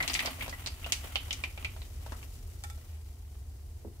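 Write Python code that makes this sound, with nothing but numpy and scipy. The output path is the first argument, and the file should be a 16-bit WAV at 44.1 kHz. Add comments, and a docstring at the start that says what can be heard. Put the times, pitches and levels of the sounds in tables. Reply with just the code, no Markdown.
"""Popcorn into a wooden bowl

A small kitchen, stereo microphone close by. Popcorn is tipped from a hot frying pan: hard pieces tap,
soft ones pat and rustle onto the heap, pan and bowl ring along, and the stream thins to stragglers.
Oil sizzles faintly, a little to the left. The handle clicks near the microphone as the pan is lifted
away, and the pan is set down with a dull bump. A low room rumble lies under it all."""
import sys
import numpy as np
from scipy import signal
from scipy.fft import rfft, irfft
from scipy.io import wavfile

SR = 44100
rng = np.random.default_rng(int(sys.argv[2]) if len(sys.argv) > 2 else 0)


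def digitize_waveform(pressure):
    """Quantize a signal to 16-bit integers and store it at the path in sys.argv[1].

    Rows of a 2-D input are taken as channels; values are limited to [-1, 1].
    """
    field = np.atleast_2d(pressure).T
    bounded = np.clip(field, -1, 1)
    quanta = np.round(bounded * 32767).astype(np.int16)
    wavfile.write(sys.argv[1], SR, quanta)


N = 176400
HIT_SIZE = 16384   # samples in one hit, room tail included


def taps():
    """Each hard piece knocks the wood, rings briefly at its own pitch, clacks and snaps."""
    # t/s, ring f/Hz, nominal ring width/Hz, relative level/dB of ring, knock, clack, snap; left-right/dB
    landings = [(0.0035,2007,150,-24,-32.5,-40,-57,4), (0.026,2470,700,-37,-41,-45,-38,1),
                (0.03,2100,700,-43,-40,-34.5,-54,-6), (0.0776,2950,700,-42,-43,-29,-31.5,3.5),
                (0.098,4720,1100,-32.5,-36.5,-33,-54,-1), (0.134,6530,900,-49,-64,-34,-37,5),
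                (0.1406,6500,900,-52,-46,-43,-28,3), (0.1507,2210,500,-28,-42,-33,-44,3),
                (0.157,2720,600,-40,-49,-32,-43,-2), (0.1916,1965,200,-27.5,-44,-27,-41,2),
                (0.203,2500,260,-33,-42,-44,-46,-10), (0.259,4650,1000,-31,-39,-32.5,-36.5,-2),
                (0.273,2210,600,-35.5,-31,-39,-54,-2), (0.409,2300,400,-33,-50,-45,-58,2.5),
                (0.422,2540,600,-37,-44,-45,-61,-1), (0.462,2580,500,-44,-43,-56,-55,0),
                (0.495,5100,900,-48,-51,-48,-42,-1), (0.526,1950,45,-38.5,-39.5,-50.5,-69,-2),
                (0.6614,4260,1100,-34,-40.5,-40.5,-40,-1), (0.672,4640,800,-35,-43,-36,-38.5,-1.5),
                (0.844,2840,350,-34.5,-49,-52,-55,-1), (0.922,2750,800,-30,-42,-26.5,-23.5,-1),
                (1.1567,3020,260,-26,-35,-27.5,-44.5,-3), (1.308,3060,400,-28.5,-44,-34.5,-43,2.5),
                (1.329,5600,1200,-37.5,-50.5,-36,-35,0), (1.438,2400,450,-27.5,-38.5,-35,-44,-0.5),
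                (1.576,2580,610,-43,-43.5,-48,-54,0.5), (1.626,2600,500,-50,-47.5,-54,-69,-2),
                (1.6468,2405,380,-29.5,-44,-36,-45.5,-2), (1.818,3780,450,-49,-51.5,-48.5,-67,-1),
                (2.121,1250,600,-45,-36.5,-51,-51,3), (2.228,2570,700,-48,-50,-53,-56,3)]
    # spectra of the woody knock, the clack and the crisp snap: f/Hz, level/dB
    knock = [(120, -23), (260, -7.5), (450, -11.5), (700, -3), (1100, -5), (1600, -9), (2500, -22.5),
             (6000, -41)]
    clack = [(1000, -23), (1700, -0.5), (2200, 14), (3000, 14), (4300, 9.5), (5500, -1.5), (9000, -26.5)]
    snap = [(2000, 2.2), (4000, 22), (5800, 26.1), (7800, 23.2), (10500, 15), (15500, 4)]
    out = np.zeros((2, N))
    for s, hz, width_hz, ring_db, knock_db, clack_db, snap_db, side_db in landings:
        close_click = path(direct_db=-3, room_db=-6.5)
        ring = resonance(resonance(close_click, hz, 0.75 * width_hz), hz, hz / 2)
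        hit = (at_level(ring, ring_db - 2)
               + at_level(coloured(path(), knock), knock_db - 2.5)
               + at_level(coloured(path(), clack), clack_db - 1.5)
               + at_level(coloured(rasp(), snap), snap_db - 0.5))
        add(out, s, lean(side_db) * hit)
    return out


def rasp(t60_s=0.0065, burst_db=-5.5):
    """A hard, rough contact rasps for an instant, then the room answers."""
    burst = noise_burst(t60_s)
    return from_db(burst_db) * burst / np.sqrt(HIT_SIZE) + path()


def plops():
    """Soft pieces land on the wood with a dull pat."""
    # landings: t/s, relative level/dB
    landings = [(0.046, -37.5), (0.114, -45), (0.233, -34), (0.25, -33), (0.387, -42), (0.48, -32.5),
                (0.796, -48), (0.863, -33.5), (1.045, -39.5), (1.097, -50), (1.281, -42), (1.764, -41.5),
                (2.009, -50), (2.063, -38), (2.076, -48), (2.776, -49.5), (3.352, -55.5)]
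    # spectrum of a pat: f/Hz, level/dB
    pat = [(150, -4.5), (350, -6.5), (660, 7), (850, 0), (1300, -2), (2000, -10), (4000, -9.5),
           (15000, -24)]
    out = np.zeros((2, N))
    for s, db in landings:
        add(out, s, at_level(coloured(path(), pat), db - 7))
    return out


def rustle():
    """Many light contacts in the sliding stream, fading as the pour ends."""
    # strength of the pour: t/s, level/dB
    pour = [(0, -35), (.13, -44.5), (.27, -36.5), (.34, -49.5), (.42, -40.5), (.56, -53), (.61, -44),
            (.7, -56.5), (.88, -46.5), (1.05, -47), (1.25, -51), (1.68, -56), (1.92, -62), (2.08, -57),
            (2.35, -63), (3.12, -64), (3.3, -69.5), (4, -71.5)]
    # spectrum of the light contacts: f/Hz, level/dB
    spectrum = [(100, -8.5), (250, -11), (420, -14.5), (750, 0.5), (1300, -1.5), (1600, -2.5), (2100, 0.5),
                (3000, 0.5), (5000, -14), (9000, -8.5), (15000, -9)]
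    grains = crackle(per_s=650, spread_db=4.5)
    return from_db(in_time(pour)) * rms_one(coloured(grains, spectrum))


def pan_ring(contacts):
    """The metal pan rings along with the taps and the stream."""
    # pan modes: f/Hz, relative level/dB, t60/s
    modes = [(1313, 4, .09), (1911, -1, .11), (1978, 1, .11), (2152, -4, .1), (2400, -5, .08),
             (2676, -6, .08), (2861, -5, .08), (3042, -5, .07), (3700, -5, .06), (4692, 0, .05)]
    return from_db(-1.5) * body(contacts, modes)


def bowl_boom(stream):
    """The wooden bowl booms softly under the stream."""
    # bowl modes: f/Hz, level/dB, t60/s
    modes = [(147.6, 25, 0.22), (252, 17.5, 0.083), (275, 9, 0.45)]
    return body(stream, modes)


def handle_clicks():
    """The handle ticks and rings close to the microphone as the pan is lifted."""
    # two clicks with a faint one between: t/s, level/dB
    clicks = [(2.638, -42), (2.668, -62), (2.7, -49)]
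    # handle modes: f/Hz, level/dB, t60/s
    modes = [(827, -1.5, 0.086), (1350, 3, 0.13), (1830, -6.5, 0.042), (2280, -4, 0.043),
             (3516, -2.5, 0.076), (5000, -13, 0.04), (7540, -13, 0.023), (9000, -14, 0.03)]
    # spectrum of the tick: f/Hz, level/dB
    tick = [(300, -33), (700, 7), (3000, 0.5), (8000, 7.5), (15000, -4.5)]
    out = np.zeros((2, N))
    for s, db in clicks:
        ring = body(path(direct_db=-0.5), modes)
        add(out, s, at_level(ring, db) + at_level(coloured(rasp(), tick), db))
    return out


def pan_bump(cutoff_hz=700):
    """The pan is set down: a cushioned contact with no treble and a dull ring."""
    # contacts: t/s, level/dB
    bumps = [(3.848, -40.5), (3.87, -47.5)]
    # modes of the dull ring: f/Hz, level/dB, t60/s
    modes = [(138, 5.5, 0.19), (213, 8, 0.077), (335, 3, 0.1), (405, 5.5, 0.11), (454, -23, 0.31),
             (700, -24, 0.1), (880, -36, 0.14)]
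    cushion = signal.butter(2, cutoff_hz, fs=SR, output="sos")
    out = np.zeros((2, N))
    for s, db in bumps:
        thud = signal.sosfilt(cushion, path())
        add(out, s, at_level(body(thud, modes), db))
    return out


def sizzle():
    """Hot oil hisses left of centre, fading as the pan empties and moves off."""
    # strength of the frying: t/s, relative level/dB
    frying = [(0.0, -64), (0.09, -50), (0.26, -51.5), (0.65, -55), (1.1, -52), (1.73, -56.5), (2.24, -55),
              (3.21, -62.5), (4.0, -66.5)]
    # spectrum of the hiss: f/Hz, level/dB
    spectrum = [(500, 5.5), (1500, -9), (3000, -3), (5000, 1.5), (8000, 1), (12000, -0.5), (15500, -2.5)]
    hiss = rms_one(coloured(crackle(per_s=7000, spread_db=10), spectrum))
    return lean(3.5) * from_db(in_time(frying) - 1.5) * hiss


def rumble(level_db=-41.5):
    """Room tone of the kitchen: a low, slowly swelling rumble."""
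    # spectrum of the room tone: f/Hz, level/dB
    spectrum = [(18, -26), (25, -23), (31, -8.5), (46, 0.5), (55, -3), (66, 1.5), (77, 6), (86, -1.5),
                (98, -4.5), (110, -9), (133, -16), (155, -29.5), (245, -23.5), (300, -29), (400, -25.5),
                (540, -35), (700, -32), (950, -37), (1400, -43.5), (3100, -47), (5000, -43.5),
                (15000, -45.5)]
    # swell: t/s, relative level/dB
    swell = [(0, -1), (1.2, -1.5), (1.6, 1), (2.5, -1), (3.1, -3.5), (4, -1.5)]
    room_tone = coloured(diffuse(N + HIT_SIZE), spectrum)[:, HIT_SIZE:]
    return from_db(level_db + in_time(swell)) * rms_one(room_tone)


def path(direct_db=-10, room_db=-7, left_lead_s=0.00017):
    """A click as it reaches the microphone: direct sound, close reflections, kitchen tail."""
    early = noise_burst(t60_s=0.067)   # off bowl and worktop
    late = noise_burst(t60_s=0.27)
    out = (early + from_db(room_db) * late) / np.sqrt(HIT_SIZE)
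    out[0, 0] += from_db(direct_db)
    out[1, int(left_lead_s * SR)] += from_db(direct_db)
    return out


def diffuse(size):
    """Stereo white noise, alike in the bass and unrelated in the treble."""
    # room sound at the microphone: f/Hz, left-right correlation
    likeness = [(30, 0.97), (80, 1), (160, 0.88), (350, 0.71), (700, 0.26), (1500, 0), (15000, 0)]
    mid, side = rfft(rng.standard_normal((2, size)))
    alike = np.clip(per_bin(likeness, size), -1, 1)
    return rms_one(irfft(np.sqrt(1 + alike) * mid + np.sqrt(1 - alike) * side * [[1], [-1]], size))


def noise_burst(t60_s):
    """Diffuse noise dying away; rms 1."""
    t = np.arange(HIT_SIZE) / SR
    return rms_one(diffuse(HIT_SIZE) * from_db(-60 * t / t60_s))


def crackle(per_s, spread_db, spots=9):
    """Random clicks of uneven size from a few spots; rms 1."""
    out = 0
    for _ in range(spots):
        sizes = from_db(spread_db * np.minimum(rng.exponential(1, N), 4)) * rng.choice([-1, 1], N)
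        clicks = sizes * (rng.random(N) < per_s / spots / SR)
        out = out + signal.fftconvolve(clicks[None], path())[:, :N]
    return rms_one(out)


def resonance(x, hz, width_hz):
    """Two-pole band-pass, gain 1 at its peak."""
    r = np.exp(-np.pi * width_hz / SR)
    feedback = [1, -2 * r * np.cos(2 * np.pi * hz / SR), r * r]
    return (1 - r * r) / 2 * signal.lfilter([1, 0, -1], feedback, x + 1e-18)


def body(x, modes):
    """A set of modes rung by x."""
    return sum(from_db(db) * resonance(x, hz, np.log(1000) / np.pi / t60) for hz, db, t60 in modes)


def coloured(x, spectrum):
    """Causal (minimum-phase) filter with the given spectrum."""
    size = x.shape[-1]
    cepstrum = irfft(np.log(from_db(per_bin(spectrum, 2 * size))))
    cepstrum[1:size] *= 2
    cepstrum[size + 1:] = 0
    return irfft(rfft(x, 2 * size) * np.exp(rfft(cepstrum)))[..., :size]


def per_bin(points, size):
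    """A table over log frequency, read at the bins of an FFT."""
    hz, value = np.transpose(points)
    return np.interp(np.log(np.arange(size // 2 + 1) * SR / size + 1), np.log(hz), value)


def in_time(rows):
    """A curve at every sample."""
    return np.interp(np.arange(N) / SR, *np.transpose(rows))


def from_db(db):
    """Decibels to gain."""
    return 10 ** (np.asarray(db) / 20)


def rms_one(x):
    """Scale to an rms of one."""
    return x / np.sqrt(np.mean(x ** 2) + 1e-20)


def at_level(hit, db, spread_s=0.012):
    """Scale a hit so that its energy, spread over spread_s, has this level."""
    return from_db(db) * rms_one(hit) * np.sqrt(spread_s * SR / HIT_SIZE)


def lean(db):
    """Channel gains for a left-right difference; positive is left."""
    return from_db(db * np.array([[.5], [-.5]]))


def add(out, s, hit):
    """Mix a hit in at time s."""
    start = int(s * SR)
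    out[:, start:start + HIT_SIZE] += hit[:, :N - start]


def scene():
    """Popcorn excites pan and bowl; sizzle, pan handling and room tone join in."""
    stream = rustle()
    contacts = from_db(-2) * (taps() + stream)
    ringing = pan_ring(contacts) + bowl_boom(stream)
    return contacts + ringing + plops() + sizzle() + handle_clicks() + pan_bump() + rumble()


def record(dry):
    """The microphone chain cuts the top treble steeply."""
    cutoff_hz = 15600
    return signal.sosfilt(signal.ellip(10, .2, 80, cutoff_hz, fs=SR, output="sos"), dry)


dry = scene()
out = record(dry)
digitize_waveform(out)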